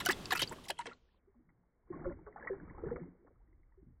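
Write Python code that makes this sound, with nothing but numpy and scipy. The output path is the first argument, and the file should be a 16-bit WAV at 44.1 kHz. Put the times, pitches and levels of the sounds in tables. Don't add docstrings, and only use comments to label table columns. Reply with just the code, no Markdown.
import sys
import numpy as np
from scipy import signal
from scipy.fft import rfft, irfft
from scipy.io import wavfile

SR = 44100
rng = np.random.default_rng(int(sys.argv[2]) if len(sys.argv) > 2 else 0)


def transcribe(signal):
    frames = np.atleast_2d(signal).T
    limited = np.clip(frames, -1, 1)
    pcm = np.round(limited * 32767).astype(np.int16)
    wavfile.write(sys.argv[1], SR, pcm)


N = 176400
T = np.arange(N) / SR
TOP_HZ = 16000


def undb(db):
    return 10 ** (np.asarray(db) / 20)


def curve(rows, t=T):
    return np.interp(t, *np.array(rows).T)


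def add(out, start_s, sound):
    i = max(int(start_s * SR), 0)
    out[i:i + len(sound)] += sound[:N - i]


def noise(spectrum):
    hz, db = np.array(spectrum).T
    f = np.maximum(np.fft.rfftfreq(N, 1 / SR), 1)
    colour = undb(np.interp(np.log(f), np.log(hz), db))
    x = irfft(rfft(rng.standard_normal(N)) * colour, N)
    return x / x.std()


GRAIN_SCATTER_DB, GRAIN_RISE_CYCLES, CLOUD_FADE_DB = 7., 0.8, 1.5
GRAIN_GLIDE_PER_CYCLE = 0.011


def cloud(length_s, centre_hz, octaves, cycles, count):
    t = np.arange(int((length_s + 10 * cycles / centre_hz + .004) * SR)) / SR
    place = (np.arange(count) + rng.random(count))[:, None] / count
    pitch, size = rng.standard_normal((2, count, 1))
    hz = centre_hz * 2 ** (octaves * 2 * np.tanh(pitch / 2))
    hz = np.clip(hz, 40, TOP_HZ)
    turns = np.maximum(t - place * length_s, 0) * hz
    envelope = (1 - np.exp(-turns / GRAIN_RISE_CYCLES)) * np.exp(-turns / cycles)
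    gain = undb(GRAIN_SCATTER_DB * 2 * np.tanh(size / 2) - CLOUD_FADE_DB * place) * np.sqrt(hz)
    glided_turns = turns * (1 + GRAIN_GLIDE_PER_CYCLE * np.minimum(turns, 10) / 2)
    x = (gain * envelope * np.sin(2 * np.pi * glided_turns)).sum(0)
    return x / np.sqrt(np.sum(x ** 2) / (length_s * SR))


# frequency in Hz, relative density in dB per Hz.
HISS = [(60, -3), (180, 3), (420, -1), (650, -7.5), (1000, -9), (2200, -16), (3100, -12), (5000, -20),
        (9000, -25.5), (15000, -33.5)]
# time in seconds, rms level in dB.
HISS_LEVEL = [(0, -49), (.22, -48.5), (.48, -52), (.66, -58), (.75, -65.5), (.9, -60.5), (1.0, -78),
              (1.3, -78.5), (1.85, -80), (1.95, -53.5), (2.22, -67.5), (2.5, -57), (3.03, -61.5),
              (3.15, -73), (3.5, -79.5), (4, -82)]
# frequency in Hz, relative density in dB per Hz.
RUMBLE = [(15, -7), (35, 2), (75, -1), (120, -14.5), (300, -46)]
# time in seconds, rms level in dB.
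RUMBLE_LEVEL = [(.54, -61.5), (.75, -70), (1.8, -78.5), (2.08, -46.5), (2.36, -70.5), (2.66, -57.5),
                (2.88, -49.5), (3.2, -71.5), (3.4, -64), (3.7, -65.5), (3.87, -62.5), (4, -69.5)]


def background():
    hiss = noise(HISS) * undb(curve(HISS_LEVEL))
    rumble = noise(RUMBLE) * undb(curve(RUMBLE_LEVEL))
    return hiss + rumble


CRACKLE_HZ, CRACKLE_OCTAVES, CRACKLE_CYCLES, CRACKLE_OVER_HISS_DB, CRACKLE_S = 1110, 2.3, 5., -2.5, 0.015


def crackle():
    out = np.zeros(N)
    for start_s in np.sort(rng.random(size=70)) * T[-1]:
        level_db = curve(HISS_LEVEL, start_s) + CRACKLE_OVER_HISS_DB
        pair = cloud(CRACKLE_S, CRACKLE_HZ, CRACKLE_OCTAVES, CRACKLE_CYCLES, count=2)
        add(out, start_s, undb(level_db) * pair)
    return out


# frequency in Hz, gain at resonance in dB relative to BOWL_DB, t60 in seconds.
BOWL = [(182.3, -16.5, .14), (255, -17.5, 0.28), (400.5, -19, 0.24), (494, -19, .22), (943, -24.5, .3),
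        (1153, -19, 0.047), (1417, -19, 0.48), (3100, -23.5, 0.6), (3205, -18.5, .25)]
BOWL_DB = 11.5


def bowl_response(t):
    ring = np.zeros(len(t))
    for hz, db, t60_s in BOWL:
        decay_per_s = np.log(1000) / t60_s
        ring += undb(db + BOWL_DB) * 2 * decay_per_s / SR * np.exp(-decay_per_s * t) * np.sin(2 * np.pi * hz * t)
    return ring


FLOOR_ECHO_ENERGY_DB, FLOOR_ECHO_T60_S = -11.51, 0.053


def echo_response(t):
    lowpass = signal.butter(1, 6000, fs=SR, output="sos")
    echo = signal.sosfilt(lowpass, rng.standard_normal(len(t)))
    echo = echo * np.exp(-np.log(1000) * t / FLOOR_ECHO_T60_S)
    return undb(FLOOR_ECHO_ENERGY_DB) * echo / np.sqrt(np.sum(echo ** 2))


def surroundings(near):
    t = T[:SR // 2]
    return signal.fftconvolve(near, bowl_response(t) + echo_response(t))[:N]


# start in seconds, length in seconds, centre in Hz, level in dB.
SLOSHES = [(0.085, 0.015, 283, -37.5), (0.315, .02, 250, -43), (0.416, 0.01, 208.4, -38),
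           (0.507, 0.022, 303, -46.5), (0.695, 0.018, 369, -47.5), (0.846, 0.049, 341.5, -52.5),
           (1.369, .24, 187, -69), (1.91, 0.14, 224.2, -46.5), (2.042, 0.078, 217.6, -45),
           (2.132, 0.09, 216.3, -57.5), (2.262, 0.055, 357, -66), (2.39, 0.12, 400, -57.5),
           (2.53, 0.074, 212.4, -54.5), (2.609, 0.1, 174.7, -49.5), (2.758, 0.081, 300.5, -54.5),
           (2.836, .1, 255, -41.5), (2.948, .075, 318, -47.5), (3.036, 0.055, 225.3, -51),
           (3.111, 0.22, 271, -67.5), (3.416, .2, 224.6, -74.5), (3.806, .11, 161.3, -58.5)]
SLOSH_OCTAVES, SLOSH_CYCLES = .6, 2.1


def sloshes():
    out = np.zeros(N)
    for start_s, length_s, hz, db in SLOSHES:
        add(out, start_s, undb(db) * cloud(length_s, hz, SLOSH_OCTAVES, SLOSH_CYCLES, count=32))
    return out


# start in seconds, pitch in Hz, approximate peak in dB, life in seconds.
BUBBLES = [(0.059, 2970, -29.5, 0.0046), (.061, 700, -33, 0.012), (0.0662, 1480, -21, 0.0058),
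           (0.088, 1186, -27.5, 0.011), (0.087, 350, -22.5, .008), (0.0964, 1686, -18, 0.0041),
           (.102, 1946, -34, 0.017), (0.13, 3420, -33.5, .003), (0.309, 1162, -29, 0.0072),
           (0.3205, 1670, -20, 0.0038), (.323, 1000, -24.5, 0.0024), (.324, 751, -29, .01),
           (0.332, 1780, -22.5, 0.0034), (0.353, 1393, -23, 0.002), (0.359, 2644, -38, 0.018),
           (.395, 3004, -28.5, .006), (0.4165, 3080, -25, .003), (.419, 241, -25, 0.0074),
           (.426, 3163, -26, .005), (.430, 3716, -28.5, 0.0033), (0.4752, 4600, -38.5, 0.0033),
           (0.512, 909, -41, 0.0092), (0.686, 3160, -41, 0.0024), (0.6988, 867, -27.5, 0.0041),
           (0.706, 3150, -29, 0.0027), (.708, 609, -28, 0.0044), (.780, 3150, -51, 0.0078),
           (0.791, 934, -35, 0.018), (.875, 475.5, -37.5, 0.0063), (0.9132, 1321, -46.5, 0.0076),
           (1.272, 395, -62.5, 0.029), (1.353, 234.8, -54, .035), (1.902, 350, -32.5, 0.011),
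           (1.928, 1064, -54, 0.029), (2.055, 531, -33.5, 0.021), (2.065, 351.8, -30.5, .016),
           (2.104, 561, -43, 0.018), (2.265, 422, -47.5, 0.041), (2.360, 800, -36.5, 0.005),
           (2.379, 1158, -51.5, 0.016), (2.426, 1660, -42, 0.0046), (2.600, 1580, -47, 0.0039),
           (2.4734, 1917, -34, 0.007), (2.471, 1170, -37.5, 0.0064), (2.503, 387.2, -34, 0.031),
           (2.498, 485, -35.5, 0.015), (2.828, 336, -41, 0.035), (2.865, 400, -29, 0.011),
           (2.912, 478, -31.5, 0.015), (2.916, 257.3, -33, 0.019), (2.965, 1170, -44, 0.0079),
           (3.015, 170.7, -31, 0.016), (3.773, 380, -59.5, 0.024)]
BUBBLE_RISE_CYCLES, BUBBLE_FADE_POWER = 1.7, 1.7
BUBBLE_GLIDE_OCTAVES = 0.02
BUBBLE_WOBBLE = 0.028


def bubbles():
    out = np.zeros(N)
    for start_s, hz, db, life_s in BUBBLES:
        age = np.arange(int(4 * life_s * SR)) / (life_s * SR)
        wobble = np.interp(age, np.linspace(0, age[-1], 16), rng.standard_normal(size=16))
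        glide = 2 ** (BUBBLE_GLIDE_OCTAVES * np.minimum(age, 2))
        turns = np.cumsum(hz * glide * (1 + BUBBLE_WOBBLE * wobble)) / SR
        envelope = (1 - np.exp(-turns / BUBBLE_RISE_CYCLES)) * np.exp(-age ** BUBBLE_FADE_POWER)
        add(out, start_s, 1.206 * undb(db) * envelope * np.sin(2 * np.pi * turns))
    return out


# start in seconds, length in seconds, body centre in Hz, body level in dB, spray level in dB.
SPLASHES = [(.001, 0.012, 1770, -39, -47.5), (0.0504, 0.0044, 6500, -43.5, -47),
            (0.0599, 0.0026, 2820, -34, -29.5), (0.066, 0.016, 3920, -45.5, -55),
            (0.087, 0.0056, 2470, -34.5, -40.5), (.094, 0.016, 1603, -35, -49.5),
            (0.108, 0.017, 2640, -41, -42), (0.256, 0.0021, 4270, -38.5, -66),
            (0.305, .009, 2394, -36, -50), (0.318, .018, 1910, -34.5, -42.5),
            (0.3506, .014, 1860, -36.5, -46), (0.37, .012, 2798, -40.5, -50),
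            (0.3917, 0.021, 2110, -38.5, -46), (0.4182, 0.0042, 2836, -30.5, -39),
            (0.419, 0.0046, 854, -36, -40.5), (0.425, .014, 3213, -38, -52),
            (0.52, 0.014, 1260, -47, -58.5), (0.638, 0.028, 3700, -60, -66.5),
            (0.684, 0.013, 4000, -48, -52.5), (0.7018, 0.0053, 2217, -34.5, -42),
            (0.788, 0.0054, 2000, -45.5, -50), (0.799, 0.023, 1700, -50.5, -61.5),
            (0.856, 0.0055, 1570, -45, -58.5), (0.866, 0.0077, 1940, -45, -54.5),
            (0.884, 0.048, 1202, -58.5, -100), (1.488, 0.016, 1707, -73, -97.5),
            (1.921, 0.022, 1059, -58, -40), (1.971, 0.085, 844, -59.5, -66),
            (2.042, .016, 837, -49.5, -70.5), (2.06, 0.067, 1095, -59.5, -62),
            (2.265, 0.018, 866, -53.5, -55), (2.36, .025, 800, -54, -69.5),
            (2.392, 0.073, 1016, -57.5, -51.5), (2.472, 0.0054, 1490, -43, -41.5),
            (2.483, 0.016, 1400, -52, -57), (2.53, 0.028, 1022, -56.5, -71),
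            (2.596, 0.0063, 1630, -68.5, -45.5), (2.775, 0.043, 748, -57, -72),
            (2.841, 0.1, 1105, -57, -57), (2.96, 0.0072, 1490, -49, -62),
            (2.988, 0.058, 1000, -68.5, -62.5), (3.265, 0.017, 848, -67, -67)]
SPLASH_OCTAVES, SPLASH_CYCLES = .7, 3.2
SPRAY_HZ, SPRAY_OCTAVES, SPRAY_CYCLES = 8090, .55, 9.6


def splashes():
    out = np.zeros(N)
    for start_s, length_s, hz, body_db, spray_db in SPLASHES:
        body = cloud(length_s, hz, SPLASH_OCTAVES, SPLASH_CYCLES, count=40)
        spray = cloud(length_s, SPRAY_HZ, SPRAY_OCTAVES, SPRAY_CYCLES, count=56)
        add(out, start_s, undb(body_db) * body)
        add(out, start_s, undb(spray_db) * spray)
    return out


def scene():
    near = splashes() + sloshes() + bubbles() + crackle()
    return (near + surroundings(near) + background())[None]


# time in seconds, edge in Hz.
TREBLE_EDGE = [(.71, 15800), (.76, 12000), (.88, 9000), (1.0, 7150), (1.17, 4400), (1.2, 2262)]


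def record(dry):
    f, t, z = signal.stft(dry, SR, nperseg=1024)
    passed = 1 / np.sqrt(1 + (f[:, None] / curve(TREBLE_EDGE, t)) ** 70)
    muffled = signal.istft(z * passed, SR)[1][:, :N]
    top_cut = signal.ellip(8, .2, 70, TOP_HZ, fs=SR, output="sos")
    return signal.sosfilt(top_cut, muffled)


dry = scene()
out = record(dry)
transcribe(out)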